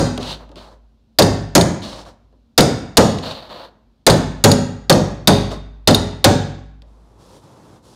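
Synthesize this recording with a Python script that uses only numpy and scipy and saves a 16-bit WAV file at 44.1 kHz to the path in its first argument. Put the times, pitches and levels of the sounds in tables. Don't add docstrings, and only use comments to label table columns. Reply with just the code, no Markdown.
import sys
import numpy as np
from scipy import signal
from scipy.fft import rfft, irfft, next_fast_len
from scipy.io import wavfile
from scipy.ndimage import uniform_filter1d

SR = 44100
rng = np.random.default_rng(int(sys.argv[2]) if len(sys.argv) > 2 else 0)


def output_pcm(signal):
    pcm = np.clip(np.atleast_2d(signal).T, -1, 1) * 32767
    wavfile.write(sys.argv[1], SR, np.round(pcm).astype(np.int16))


N = 350746
TIME = np.arange(N) / SR

# (time [s], door crash [dB], door boom [dB], spoon ring [dB], favoured pitch [Hz])
HAMMER_BLOWS = [(-.055, -3, -0.5, 1, 4770), (1.187, -1, 2.5, -1, 4770), (1.5515, 0.5, -7.5, 2.5, 6670),
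                (2.5783, 0, -7.5, 2, 4830), (2.9703, 1, -6, 3.5, 6700), (4.066, 0.5, -0.5, -0.5, 6760),
                (4.4397, 0, 4, 5.5, 6900), (4.8966, -1, -4, -1.5, 3670), (5.2734, -2, 2.5, 3.5, 3620),
                (5.8743, -2, 0.5, -2.5, 3946), (6.2425, -1, 2.5, 1.5, 3750)]
# (time [s], level [dB], favoured pitch [Hz])
HAMMER_BOUNCES = [(1.2222, -9, 3946), (1.2265, -14, 3946), (1.5782, -9.5, 3946), (1.6116, -12.5, 3946),
                  (2.6074, -6.5, 3946), (4.1, -5.5, 3946), (4.107, -11.5, 3700), (4.5160, -5.5, 6760),
                  (4.9258, -12, 4350), (5.9092, -14.5, 3946), (5.9463, -5.5, 3700)]
# (time [s], click [dB], door knock [dB])
TOOL_TOUCHES = [(0.177, -22, -17), (0.2288, -25, -41.5), (0.492, -53, -36.5), (0.516, -46, -37),
                (0.5573, -36.5, -34.5), (2.031, -47, -44.5), (2.052, -45, -38), (2.326, -65, -49.5),
                (3.1863, -25, -27.5), (3.494, -45, -35), (6.82, -43, -45)]
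# (frequency [Hz], level [dB], t60 [s])
SPOON_MODES = [(3648, -1, 0.047), (3880, 2.5, 0.011), (4328, 0, 0.047), (4800, -5, 0.053),
               (6350, -15, 0.016), (6740, -12, 0.094), (8120, -5.5, 0.029), (9560, -17.5, 0.16),
               (10470, -14, 0.07), (12600, -22, .04)]
# (frequency [Hz], level [dB], t60 [s])
DOOR_MODES = [(52.9, -27, 2.2), (68.5, -30.5, 0.63), (96.9, -13.5, 0.73), (125, -22, 0.41),
              (147.8, -17.5, 0.84), (171, -21.5, 0.56), (256.6, -15, 0.69), (415, -19.5, 0.64),
              (571.6, -14, 0.49), (839, -29, 0.64), (948, -23, 0.53)]
# (frequency [Hz], spectral level [dB], t60 [s])
SKIN_BANDS = [(57.5, -3.5, 1), (108, 12, 0.69), (212, 12.5, 0.54), (336, 14.5, 0.19), (554, 16, 0.24),
              (1015, 9.5, 0.15), (1690, 6.5, 0.1), (2380, 0.5, 0.094), (3900, 16, 0.041),
              (6400, 7.5, 0.059), (9300, -0.5, 0.042), (15000, -5.5, .034)]
# (start [s], length [s], rumble [dB], chatter [dB], grit [dB], pressure change [dB])
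SPOON_SLIDES = [(0.193, 0.13, -38, -37.5, -45.5, 10.5), (0.392, 0.04, -43.5, -57, -80, -3),
                (0.559, 0.18, -43, -38.5, -53.5, -23), (1.816, 0.2, -37, -30.5, -41, -14),
                (2.052, 0.042, -43.5, -49.5, -55, -2), (3.222, 0.098, -32.5, -30.5, -45, 0.5),
                (3.34, 0.14, -41, -33.5, -58, -13), (3.491, 0.16, -38, -39, -59.5, -3),
                (5.503, 0.024, -27.5, -30.5, -38, -6)]
PRESSURE_SHARES = (.25, 1.0, .6)
# (start [s], length [s], door rumble [dB], hiss [dB], pressure change [dB])
GLOVE_WIPES = [(6.848, 0.34, -58, -73.5, 4), (7.178, 0.19, -53, -61.5, 8), (7.406, 0.36, -48, -61.5, 1.5),
               (7.82, 0.125, -50.5, -56.5, 1.5)]
# (frequency [Hz], spectral level [dB])
CLICK_EQ = [(800, -23.5), (2000, -6), (2700, 2.5), (4300, 5.5), (5500, -6.5), (11000, -17.5), (16000, -39)]
RUMBLE_EQ = [(100, -17), (200, -9.5), (400, -0.5), (620, 6.5), (780, 0.5), (1020, 1), (1250, -4.5),
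             (1900, -13.5), (3200, -41)]
CHATTER_EQ = [(2000, -18.5), (2500, -11), (2900, -5), (3300, -6), (3700, -1.5), (4300, -0.5), (4650, -5),
              (5100, -17.5), (6500, -36)]
GRIT_EQ = [(3000, -19.5), (5000, 6.5), (7000, -1.5), (9700, -6), (12000, -22), (15500, -27.5)]
GLOVE_RUMBLE_EQ = [(50, -28), (100, 4.5), (160, 1), (250, -3.5), (420, -1), (700, -6.5), (1000, -6),
                   (1500, -17.5), (2500, -28), (5000, -60)]
GLOVE_HISS_EQ = [(1290, -32), (2200, -24), (2570, -3.5), (3560, 6), (5270, 5), (10100, -2), (15500, -17)]
ROOM_TONE_EQ = [(20, -28), (35, -16), (52, 3.5), (80, -5), (110, -7), (190, -13.5), (228, -1), (300, -17),
                (700, -24), (2000, -40), (4000, -33.5), (8000, -49), (15000, -54.5)]
# (frequency [Hz], level [dB], t60 [s])
GARAGE_BANDS = [(70.4, -13, 0.65), (210, 1, 0.7), (454, -2.5, 0.5), (876, -6.5, 0.67), (2030, -6.5, 0.71),
                (4170, -15, 0.55), (6300, -7.5, 0.51), (9390, -12, 0.4), (15000, -14, 0.34)]


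def hammering(pressed_ring=0.47, bounce_ring=0.56, bounce_crash_db=-13):
    track = np.zeros(N)
    for time, crash_db, boom_db, ring_db, favoured_hz in HAMMER_BLOWS:
        add(track, time, with_reverb(clang(crash_db, ring_db, favoured_hz, pressed_ring)))
        add(track, time, undb(boom_db) * door_boom())
    for time, db, favoured_hz in HAMMER_BOUNCES:
        add(track, time, with_reverb(clang(db + bounce_crash_db, db, favoured_hz, bounce_ring)))
    return track


def clang(crash_db, ring_db, favoured_hz, decay_scale):
    hit = undb(crash_db) * door_crash()
    add(hit, 0, undb(ring_db) * spoon_ring(favoured_hz, decay_scale))
    return hit


def spoon_ring(favoured_hz, decay_scale, favour_db=6, scatter_db=2, detune=0.0045,
               stiffen=0.056, contact_s=0.0014):
    hz, db, t60 = np.transpose(SPOON_MODES)
    pitch_draw, level_draw = rng.standard_normal((2, len(hz)))
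    favoured = np.abs(np.log(hz / favoured_hz)) < .05
    mode_db = db + favour_db * favoured + scatter_db * level_draw
    t = TIME[:SR // 4]
    bent_time = t + stiffen * contact_s * np.tanh(t / contact_s)
    return ring(hz * (1 + detune * pitch_draw), mode_db, t60 * decay_scale, bent_time)


def door_crash(spread_s=0.0019):
    attack = 1 - np.exp(-(TIME[:SR] + 1 / SR) / spread_s)
    return wash(*np.transpose(SKIN_BANDS)) * attack


def door_boom(scatter_db=2.0, detune=.02, swell_s=0.0063, stretch=.06, relax_s=.04):
    hz, db, t60 = np.transpose(DOOR_MODES)
    pitch_draw, level_draw = rng.standard_normal((2, len(hz)))
    t = TIME[:2 * SR]
    bent_time = t + stretch * relax_s * np.tanh(t / relax_s)
    swell = 1 - np.exp(-t / swell_s)
    return ring(hz * (1 + detune * pitch_draw), db + scatter_db * level_draw, t60, bent_time) * swell


def tool_touches(click_t60=0.021, soft_hz=1300, crash_db=-7, boom_db=-4):
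    track = np.zeros(N)
    lowpass = signal.butter(3, soft_hz, fs=SR, output="sos")
    for time, click_db, knock_db in TOOL_TOUCHES:
        click = colour(rng.standard_normal(SR), CLICK_EQ) * undb(-60 * TIME[:SR] / click_t60)
        knock = signal.sosfilt(lowpass, door_crash())
        add(track, time, with_reverb(undb(click_db) * click + undb(knock_db + crash_db) * knock))
        add(track, time, undb(knock_db + boom_db) * door_boom())
    return track


def spoon_scrape(judder_db=1.0, judder_hz=140, chatter_db=-3.0, grit_db=-1):
    shares = np.array(PRESSURE_SHARES)[:, None]
    rumble_gain, chatter_gain, grit_gain = sum(
        undb(levels)[:, None]
        * stroke(start, length, shares * change_db, attack_s=0.015, release_db_per_s=381.5)
        for start, length, *levels, change_db in SPOON_SLIDES)
    flutter_db = judder_db * np.interp(TIME * judder_hz, np.arange(N), rng.standard_normal(N))
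    slips = catches(per_s=3300, spread_db=0.91) * undb(flutter_db)
    fine_slips = catches(per_s=22000, spread_db=1.5) * undb(flutter_db / 2)
    rumble = rumble_gain * colour(slips, RUMBLE_EQ)
    chatter = undb(chatter_db) * chatter_gain * colour(slips, CHATTER_EQ)
    grit = undb(grit_db) * grit_gain * colour(fine_slips, GRIT_EQ)
    return rumble + chatter + grit


def glove_wipe(hiss_db=-1):
    rumble_gain, hiss_gain = sum(
        undb(levels)[:, None] * stroke(start, length, change_db, attack_s=0.034, release_db_per_s=252)
        for start, length, *levels, change_db in GLOVE_WIPES)
    slips = catches(per_s=9000, spread_db=1.85)
    rumble = rumble_gain * colour(slips, GLOVE_RUMBLE_EQ)
    hiss = undb(hiss_db) * hiss_gain * colour(slips, GLOVE_HISS_EQ)
    return rumble + hiss


def catches(per_s, spread_db):
    impulses = (rng.random(N) < per_s / SR) * rng.choice([-1, 1], N)
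    return impulses * undb(spread_db * rng.exponential(size=N).clip(0, 4))


def stroke(start, length, change_db, attack_s, release_db_per_s):
    t = np.maximum(TIME - start, 0)
    pressure_db = change_db * np.minimum(t / length, 1)
    release_db = release_db_per_s * np.maximum(t - length, 0)
    return np.minimum(t / attack_s, 1) * undb(pressure_db - release_db)


def with_reverb(hit, blur_hz=100, predelay_s=0.0076):
    t = TIME[:SR]
    blurred_power = uniform_filter1d(np.abs(rfft(hit, SR)) ** 2, blur_hz)
    tail = irfft(rfft(garage_response()) * np.sqrt(blurred_power), SR)
    fade_in = np.clip(t / predelay_s - 1, 0, 1)
    fade_out = np.clip((.85 - t) * 10, 0, 1)
    return hit + tail * fade_out * fade_in


def garage_response():
    hz, db, t60 = np.transpose(GARAGE_BANDS)
    unit_energy_db = 10 * np.log10(2 * np.log(1000) / (t60 * SR))
    return wash(hz, db + unit_energy_db, t60)


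def room_tone():
    return colour(rng.standard_normal(N), ROOM_TONE_EQ)


def ring(hz, db, t60, t):
    signs = rng.choice([-1, 1], len(hz))
    return sum(sign * undb(level - 60 * t / decay) * np.sin(2 * np.pi * freq * t)
               for sign, freq, level, decay in zip(signs, hz, db, t60))


def wash(hz, db, t60):
    spectrum = rfft(rng.standard_normal(SR)) * undb(over_hz(SR, hz, db))
    return sum(irfft(spectrum * over_hz(SR, hz, band), SR) * undb(-60 * TIME[:SR] / decay)
               for band, decay in zip(np.eye(len(hz)), t60))


def colour(sound, eq):
    n = next_fast_len(len(sound))
    gains = undb(over_hz(n, *np.transpose(eq)))
    shaped = irfft(rfft(sound, n) * gains, n)[:len(sound)]
    return shaped / np.std(shaped)


def over_hz(n, hz, values):
    return np.interp(np.log(np.fft.rfftfreq(n, 1 / SR) + 1), np.log(hz), values)


def add(track, time, sound):
    start = int(round(time * SR))
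    sound, start = sound[max(-start, 0):], max(start, 0)
    track[start:start + len(sound)] += sound[:N - start]


def undb(db):
    return 10 ** (np.asarray(db) / 20)


def scene(reverb_send_db=-6, room_tone_db=-58):
    rubs = spoon_scrape() + glove_wipe()
    rub_reverb = undb(reverb_send_db) * signal.fftconvolve(rubs, garage_response())[:N]
    bed = undb(room_tone_db) * room_tone()
    return (hammering() + tool_touches() + rubs + rub_reverb + bed)[None]


def record(dry, low_cut_hz=40, ceiling=0.66, high_cut_hz=15700):
    lean = signal.sosfilt(signal.butter(4, low_cut_hz, "high", fs=SR, output="sos"), dry)
    oversampled = signal.resample_poly(lean, 2, 1, axis=-1)
    saturated = oversampled / (1 + (oversampled / ceiling) ** 8) ** (1 / 8)
    clipped = signal.resample_poly(saturated, 1, 2, axis=-1)
    return signal.fftconvolve(clipped, signal.firwin(121, high_cut_hz, fs=SR)[None], "same")


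dry = scene()
out = record(dry)
output_pcm(out)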